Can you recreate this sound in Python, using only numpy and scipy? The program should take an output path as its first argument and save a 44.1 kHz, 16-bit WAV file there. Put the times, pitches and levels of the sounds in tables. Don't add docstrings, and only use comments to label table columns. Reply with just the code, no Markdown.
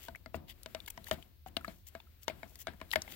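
import sys
import numpy as np
from scipy import signal
from scipy.fft import rfft, irfft
from scipy.io import wavfile
from scipy.ndimage import uniform_filter1d

SR = 44100
rng = np.random.default_rng(int(sys.argv[2]) if len(sys.argv) > 2 else 0)


def natural_amplitude(level_db):
    exponent = np.asarray(level_db, float) / 20
    return 10 ** exponent


def to_wav(sig):
    pcm = np.clip(np.atleast_2d(sig), -1, 1) * 32767
    pcm = np.round(pcm).astype(np.int16)
    wavfile.write(sys.argv[1], SR, pcm.T)


N = 138915

# (frequency [Hz], level [dB per Hz])
SHOP_HISS = [(18, -37.5), (30, -17.5), (71, -2.5), (93, -9), (174, -29), (913, -49), (4190, -41.5),
             (8740, -57), (16000, -35.5)]
# (frequency [Hz], width [Hz], level [dB])
MACHINE_HUM = [(40.4, 15, -69.5), (93.4, 25, -76)]
# (time [s], level [dB])
PAINT_DRAG = [(0, -64), (0.251, -79.5), (.45, -80), (.7, -68.5), (.95, -68.5), (1.2, -65.5), (1.331, -80.5),
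              (1.45, -86), (1.7, -63), (1.82, -84.5), (1.93, -70.5), (2.1, -77), (2.3, -74), (2.4, -67),
              (2.55, -73), (2.78, -72), (3.15, -58.5)]
# (frequency [Hz], width [Hz], level [dB])
PAINT_COLOUR = [(310, 520, 4.5), (1030, 1900, 9.5), (2360, 2650, 6.5), (6700, 2200, 4), (13300, 3500, 9)]
# (start [s], length [s], fine hiss [dB], body above it [dB])
SCRAPE_EVENTS = [(-.02, 0.12, -69, -2), (0.332, 0.044, -68, -6), (0.47, 0.065, -65.5, 3),
                 (0.873, 0.018, -53, -6), (0.9, 0.0086, -54.5, -10), (1.051, 0.059, -63, -5.5),
                 (1.106, 0.048, -62, -4), (1.46, 0.037, -71.5, -9.5), (1.57, 0.012, -63.5, -12),
                 (1.64, 0.22, -81, -24), (1.85, 0.059, -66.5, -5.5), (2.21, 0.045, -67.5, -9),
                 (2.267, 0.052, -70, 7), (2.405, 0.24, -78.5, -10), (2.579, 0.062, -63, -8),
                 (2.927, 0.015, -52.5, 2), (2.955, 0.0099, -54, 9), (3.067, 0.11, -66.5, -1)]
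# (frequency [Hz], width [Hz], level [dB])
SCRAPE_BODY = [(860, 620, -9.5), (2100, 470, 1), (3100, 980, 6.5), (4750, 410, -0.5)]
SCRAPE_FINE = [(6500, 2800, -2.5), (10530, 1060, -8), (13720, 1820, -2.5), (14750, 2000, -1)]
# (time [s], level [dB], pitch [Hz], snap above it [dB])
TICKS = [(0.1491, -39.5, 1910, -32), (0.1575, -41.5, 2230, -12), (0.632, -44.5, 4440, 0),
         (0.7677, -56, 1190, -23), (0.8026, -39, 3520, -15), (0.8614, -44.5, 3710, -1.5),
         (0.8784, -35, 2170, -34), (0.9018, -51.5, 5320, 11.5), (1.0425, -44, 4100, -1),
         (1.069, -39.5, 1840, -28), (1.0834, -51, 2970, 6), (1.2256, -42, 3100, -14),
         (1.484, -53.5, 3000, 0), (1.5668, -21.5, 3910, -18), (1.6102, -49, 1340, -8.5),
         (1.6462, -33.5, 1295, -15.5), (2.0014, -45, 3490, -41.5), (2.0712, -61.5, 1330, -19),
         (2.5556, -44.5, 4580, -0.5), (2.5895, -65.5, 5940, 14.5), (2.9064, -44.5, 4300, -3),
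         (2.9143, -28.5, 3960, -9), (2.9254, -36, 5500, -3), (2.9347, -22, 1910, -18),
         (3.0187, -25.5, 5700, -14), (3.0779, -41, 2100, -25), (.1575, -52.5, 674, -28),
         (.879, -47, 944, -30), (.879, -43, 1700, -24), (.904, -54.5, 920, -30),
         (1.6462, -54, 672, -23), (1.6462, -34.5, 1710, -33), (2.0014, -54, 910, -30),
         (2.0014, -48, 2640, -32), (2.556, -68, 1070, -30), (2.556, -54, 2000, -30),
         (2.592, -64, 780, -25), (2.70, -55, 940, -30), (2.735, -53, 1720, -8), (2.9143, -60, 684, -30),
         (2.9143, -39, 3390, -30), (2.9143, -35, 4360, -30), (2.934, -37, 906, -30),
         (3.0779, -47.5, 840, -30), (2.503, -63, 650, -30), (2.52, -60, 660, -30),
         (3.02, -53, 640, -30), (.768, -54, 2200, -25), (1.086, -48.5, 910, -32),
         (.9045, -47.5, 2600, 6.5), (3.0779, -50, 2660, -30)]
# (time [s], cup ring [dB], stick above ring [dB], crack above ring [dB], thump [dB])
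WALL_KNOCKS = [(0.084, -41, -32, -3.5, -53.5), (0.26, -45.5, -1, -6, -56), (0.344, -31.5, -0.5, -47, -42),
               (0.6601, -42.5, 3, 2, -57), (0.748, -34.5, -1, -3.5, -59.5), (0.976, -45.5, -4, -0.5, -54),
               (1.112, -24, -7.5, -4, -44), (1.462, -40, -21, -16.5, -54), (1.568, -33, 0, -4.5, -49),
               (1.6796, -34.5, -3.5, -24.5, -59.5), (1.951, -39.5, -2, -11, -59),
               (2.281, -31, 3.5, -0.5, -52), (2.298, -35.5, -8.5, -26, -64), (2.431, -39, 1, -14.5, -53.5),
               (2.67, -30.5, -4.5, -9.5, -71.5), (2.681, -36.5, -1, -48, -50), (2.802, -59.5, -10, -1, -74),
               (2.814, -37.5, 3, -13, -58.5), (2.958, -23, -13, -5.5, -49.5), (3.048, -55.5, -22, -20, -73)]
# (wall pitch [Hz], wall t60 [s], overtone [Hz], overtone [Hz], overtones above ring [dB])
KNOCK_SPOTS = [(672, 0.079, 930, 1518, -4.5), (640, .065, 1380, 2150, -10), (647, .05, 506, 2720, -12.5),
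               (643, 0.066, 1000, 2560, -10), (640, 0.067, 2040, 2971, -13.5), (665, .06, 963, 1920, -2),
               (634, 0.073, 1800, 3052, -10), (749, 0.059, 506, 1700, -19), (670, 0.064, 248, 2800, -2.5),
               (657, 0.047, 220, 4200, -6.5), (665, 0.079, 844, 800, -19.5), (636, 0.04, 920, 2169, -7),
               (630, 0.056, 2400, 2110, -8), (666, 0.054, 861, 1798, -10.5), (656, 0.043, 3400, 3800, -10),
               (700, 0.039, 1600, 320, -6), (640, 0.04, 1800, 3000, -1), (640, 0.047, 254, 1022, -7.5),
               (627, 0.071, 1800, 2131, -4), (640, 0.077, 320, 1800, -5)]
# (frequency [Hz], level [dB], t60 [s])
CUP_MODES = [(480, -20, .05), (643, 0, .075), (575, -14, .05), (740, -15, .035), (920, -15, .035)]
STICK_MODES = [(1300, -8, .018), (1513, -4, .025), (1687, 0, .022), (1900, 2, .022), (2142, 3, .03)]
EDGE_MODES = [(3010, 4, .016), (3800, 8, .012), (4350, -6, .012), (5900, -20, .01)]
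PAINT_MODES = [(79.3, -4.5, .18), (156.4, 3, 0.032), (223.3, 2, 0.063), (370, -19, 0.039)]
# (frequency [Hz], width [Hz], level [dB])
TAIL_COLOUR = [(253, 340, 0.5), (693, 390, -3.5), (1460, 1870, 3), (3040, 1400, -12.5), (6800, 3400, -15.5)]
RUMBLE_COLOUR = [(186, 124, 5), (285.4, 163, 0), (476.4, 180, -5), (650, 118, -3.5), (853, 192, -8.5)]
# (frequency [Hz], left lead [rad])
LEFT_LEAD = [(0, 0.51), (1640, 1.1), (2400, 7.46), (9000, 9.94), (16000, 19.1)]
# (frequency [Hz], left above right [dB])
LEFT_EXCESS = [(100, 5), (300, 6), (640, 10), (1200, 5), (2000, 10), (15000, 9)]


def band(x, hz, width_hz):
    low_hz = max(hz - width_hz / 2, 10)
    high_hz = min(hz + width_hz / 2, SR / 2.2)
    return signal.sosfilt(signal.butter(2, [low_hz, high_hz], "band", fs=SR, output="sos"), x)


def highpass(x, hz):
    return signal.sosfilt(signal.butter(2, hz, "high", fs=SR, output="sos"), x)


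def unit(x):
    return x / np.sqrt(np.mean(x ** 2))


def add(out, s, x):
    i = max(int(s * SR), 0)
    out[:, i:i + x.shape[-1]] += x[..., :N - i]


def swell(t, rise_s):
    return 1 - np.exp(-t / rise_s)


def decay(t, t60_s):
    return 1000 ** (-t / t60_s)


def log_curve(f, table):
    hz, db = np.array(table).T
    return np.interp(np.log(f), np.log(hz), db)


def pair(n):
    alike = 0.3
    a, b = rng.standard_normal((2, n))
    return np.array([a, alike * a + np.sqrt(1 - alike ** 2) * b])


def colour(x, table):
    return unit(sum(natural_amplitude(db) * unit(band(x, hz, width)) for hz, width, db in table))


def flutter(rate, db):
    k = int(SR / rate)
    steps = np.repeat(rng.standard_normal(N // 8), k)[:N + SR]
    return natural_amplitude(db * uniform_filter1d(steps, k))


def shop():
    f = np.arange(N // 2 + 1) * SR / N + 1
    mid, side = rfft(rng.standard_normal((2, N))) * natural_amplitude(log_curve(f, SHOP_HISS))
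    side = side * np.clip(f / 900, .5, 1)
    hiss = irfft(np.array([mid + side, mid - side]), N)
    hum = sum(natural_amplitude(db) * unit(band(rng.standard_normal(N), hz, width)) for hz, width, db in MACHINE_HUM)
    left_right_db = np.array([[1.6], [-1.6]])
    return (natural_amplitude(-59.5) * unit(hiss) + hum) * natural_amplitude(left_right_db)


def paint():
    s, db = np.array(PAINT_DRAG).T
    drag = natural_amplitude(np.interp(np.arange(N) / SR, s, db) + 4)
    return colour(pair(N) * flutter(23.19, 0.83)[:N], PAINT_COLOUR) * drag


def scrapes():
    grit = pair(N) * flutter(900, 4.5)[:N]
    slip_per_s, slip_db = 160, 2.8
    body = colour(grit, SCRAPE_BODY) * flutter(slip_per_s, slip_db)[:N]
    fine = colour(grit, SCRAPE_FINE) * flutter(slip_per_s, slip_db)[:N]
    out, t = np.zeros((2, N)), np.arange(N) / SR
    for s, length, db, body_db in SCRAPE_EVENTS:
        stroke = np.sin(np.pi * np.clip((t - s) / length, 0, 1)) ** 1.8
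        out += stroke * natural_amplitude(db + 12.5) * (fine + natural_amplitude(body_db) * body)
    return out


def ticks(crack, snap):
    out, t = np.zeros((2, N)), np.arange(SR // 10) / SR
    for s, db, hz, snap_db in TICKS:
        at = slice(int(s * SR), int(s * SR) + len(t))
        fade_s = np.clip(18.5 / 3 / hz, .0013, .004)
        tone = np.sin(2 * np.pi * hz * t) + natural_amplitude(-18.5) * np.sin(2 * np.pi * hz * 1.2 * t)
        burst = natural_amplitude(-6) * unit(band(crack[:, at] + snap[:, at], hz, hz * .5))
        burst = burst + natural_amplitude(snap_db + 0.5) * snap[:, at]
        after = natural_amplitude(-24.5) * crack[:, at] * np.exp(-t / 0.006)
        tick = tone * np.exp(-t / fade_s) + burst * np.exp(-t / .002) + after
        add(out, s, natural_amplitude(db + 2.5) * swell(t, .0004) * tick)
    return out


def ring(modes, t, chance):
    out = 0
    for (hz, db, t60), (strength, detune) in zip(modes, chance):
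        out = out + natural_amplitude(db + 2.5 * strength) * np.sin(2 * np.pi * hz * (1 + .03 * detune) * t) * decay(t, t60)
    return out


def chatter(count):
    c = rng.standard_normal((count, 2, SR // 250))
    return c[:, :1] + .5 * c * np.array([[0], [1]])


def push(x, chance):
    contact_s = .0011
    force = chance * np.exp(-np.arange(chance.shape[-1]) / (contact_s * SR))
    force = force / np.sqrt(np.sum(force ** 2, axis=1, keepdims=True))
    return signal.fftconvolve(x * np.ones((2, 1)), force, axes=1)[:, :len(x)]


def wall(t, chance, hz, t60, low_hz, high_hz, over_db):
    usual_hz, usual_t60_s = 643, .075
    modes = [(f * hz / usual_hz, db, d * t60 / usual_t60_s) for f, db, d in CUP_MODES]
    over = 0
    for f in (low_hz, high_hz):
        over_t60_s = 45 / max(f, 1700)
        over = over + np.sin(2 * np.pi * f * t) * decay(t, over_t60_s)
    return (ring(modes, t, chance) + natural_amplitude(over_db + 8) * over) * swell(t, .0007)


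def knocks(crack, snap, tail, rumble):
    out, low, t = np.zeros((2, N)), np.zeros((2, N)), np.arange(SR // 2) / SR
    u = t / .00011 - 4
    click = -u * np.exp(-u ** 2 / 2)
    count = len(WALL_KNOCKS)
    chances = rng.standard_normal((count, 4, 5, 2))
    for knock, spot, c, force in zip(WALL_KNOCKS, KNOCK_SPOTS, chances, chatter(count)):
        s, db, stick_db, edge_db, thump_db = knock
        at = slice(int(s * SR), int(s * SR) + len(t))
        burst = natural_amplitude(edge_db + 4) * crack[:, at] + natural_amplitude(edge_db - 13) * snap[:, at]
        wood = natural_amplitude(stick_db - 9) * ring(STICK_MODES, t, c[1]) + natural_amplitude(edge_db - 8) * ring(EDGE_MODES, t, c[2])
        cup = wall(t, .4 * c[0] * [1, 0], *spot)
        hit = push(wood, force) + cup + natural_amplitude(stick_db - 5) * click
        after = natural_amplitude(-17) * tail[:, at] * swell(t, 0.0013) * decay(t, 0.16)
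        add(out, s, natural_amplitude(db + 1) * (hit + burst * np.exp(-t / 0.0015) + after))
        add(low, s, natural_amplitude(thump_db - 2.5) * rumble[:, at] * swell(t, 0.011) * decay(t, 0.47))
        add(low, s, natural_amplitude(thump_db + 10.5) * ring(PAINT_MODES, t, c[3]) * swell(t, .012))
    return highpass(out, 210) + low


def scene():
    crack = unit(band(pair(N + SR), 2660, 4450))
    snap = unit(band(pair(N + SR), 10360, 8000))
    tail = colour(pair(N + SR) * flutter(150, -1), TAIL_COLOUR)
    rumble = colour(pair(N + SR) * flutter(40, 4.4), RUMBLE_COLOUR)
    left, right = paint() + scrapes() + ticks(crack, snap) + knocks(crack, snap, tail, rumble)
    f = np.arange(N // 2 + 1) * SR / N + 1
    lag = np.exp(-1j * np.interp(f, *np.array(LEFT_LEAD).T))
    right = irfft(rfft(right) * natural_amplitude(-log_curve(f, LEFT_EXCESS)) * lag, N)
    return shop() + natural_amplitude(3) * np.array([left, right])


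def low_pass(x):
    return signal.sosfilt(signal.butter(12, 16990, fs=SR, output="sos"), x)


def record(dry):
    top_cut = signal.ellip(8, .2, 24, 15900, fs=SR, output="sos")
    mix = signal.sosfilt(top_cut, dry)
    return low_pass(mix)


dry = scene()
out = record(dry)
to_wav(out)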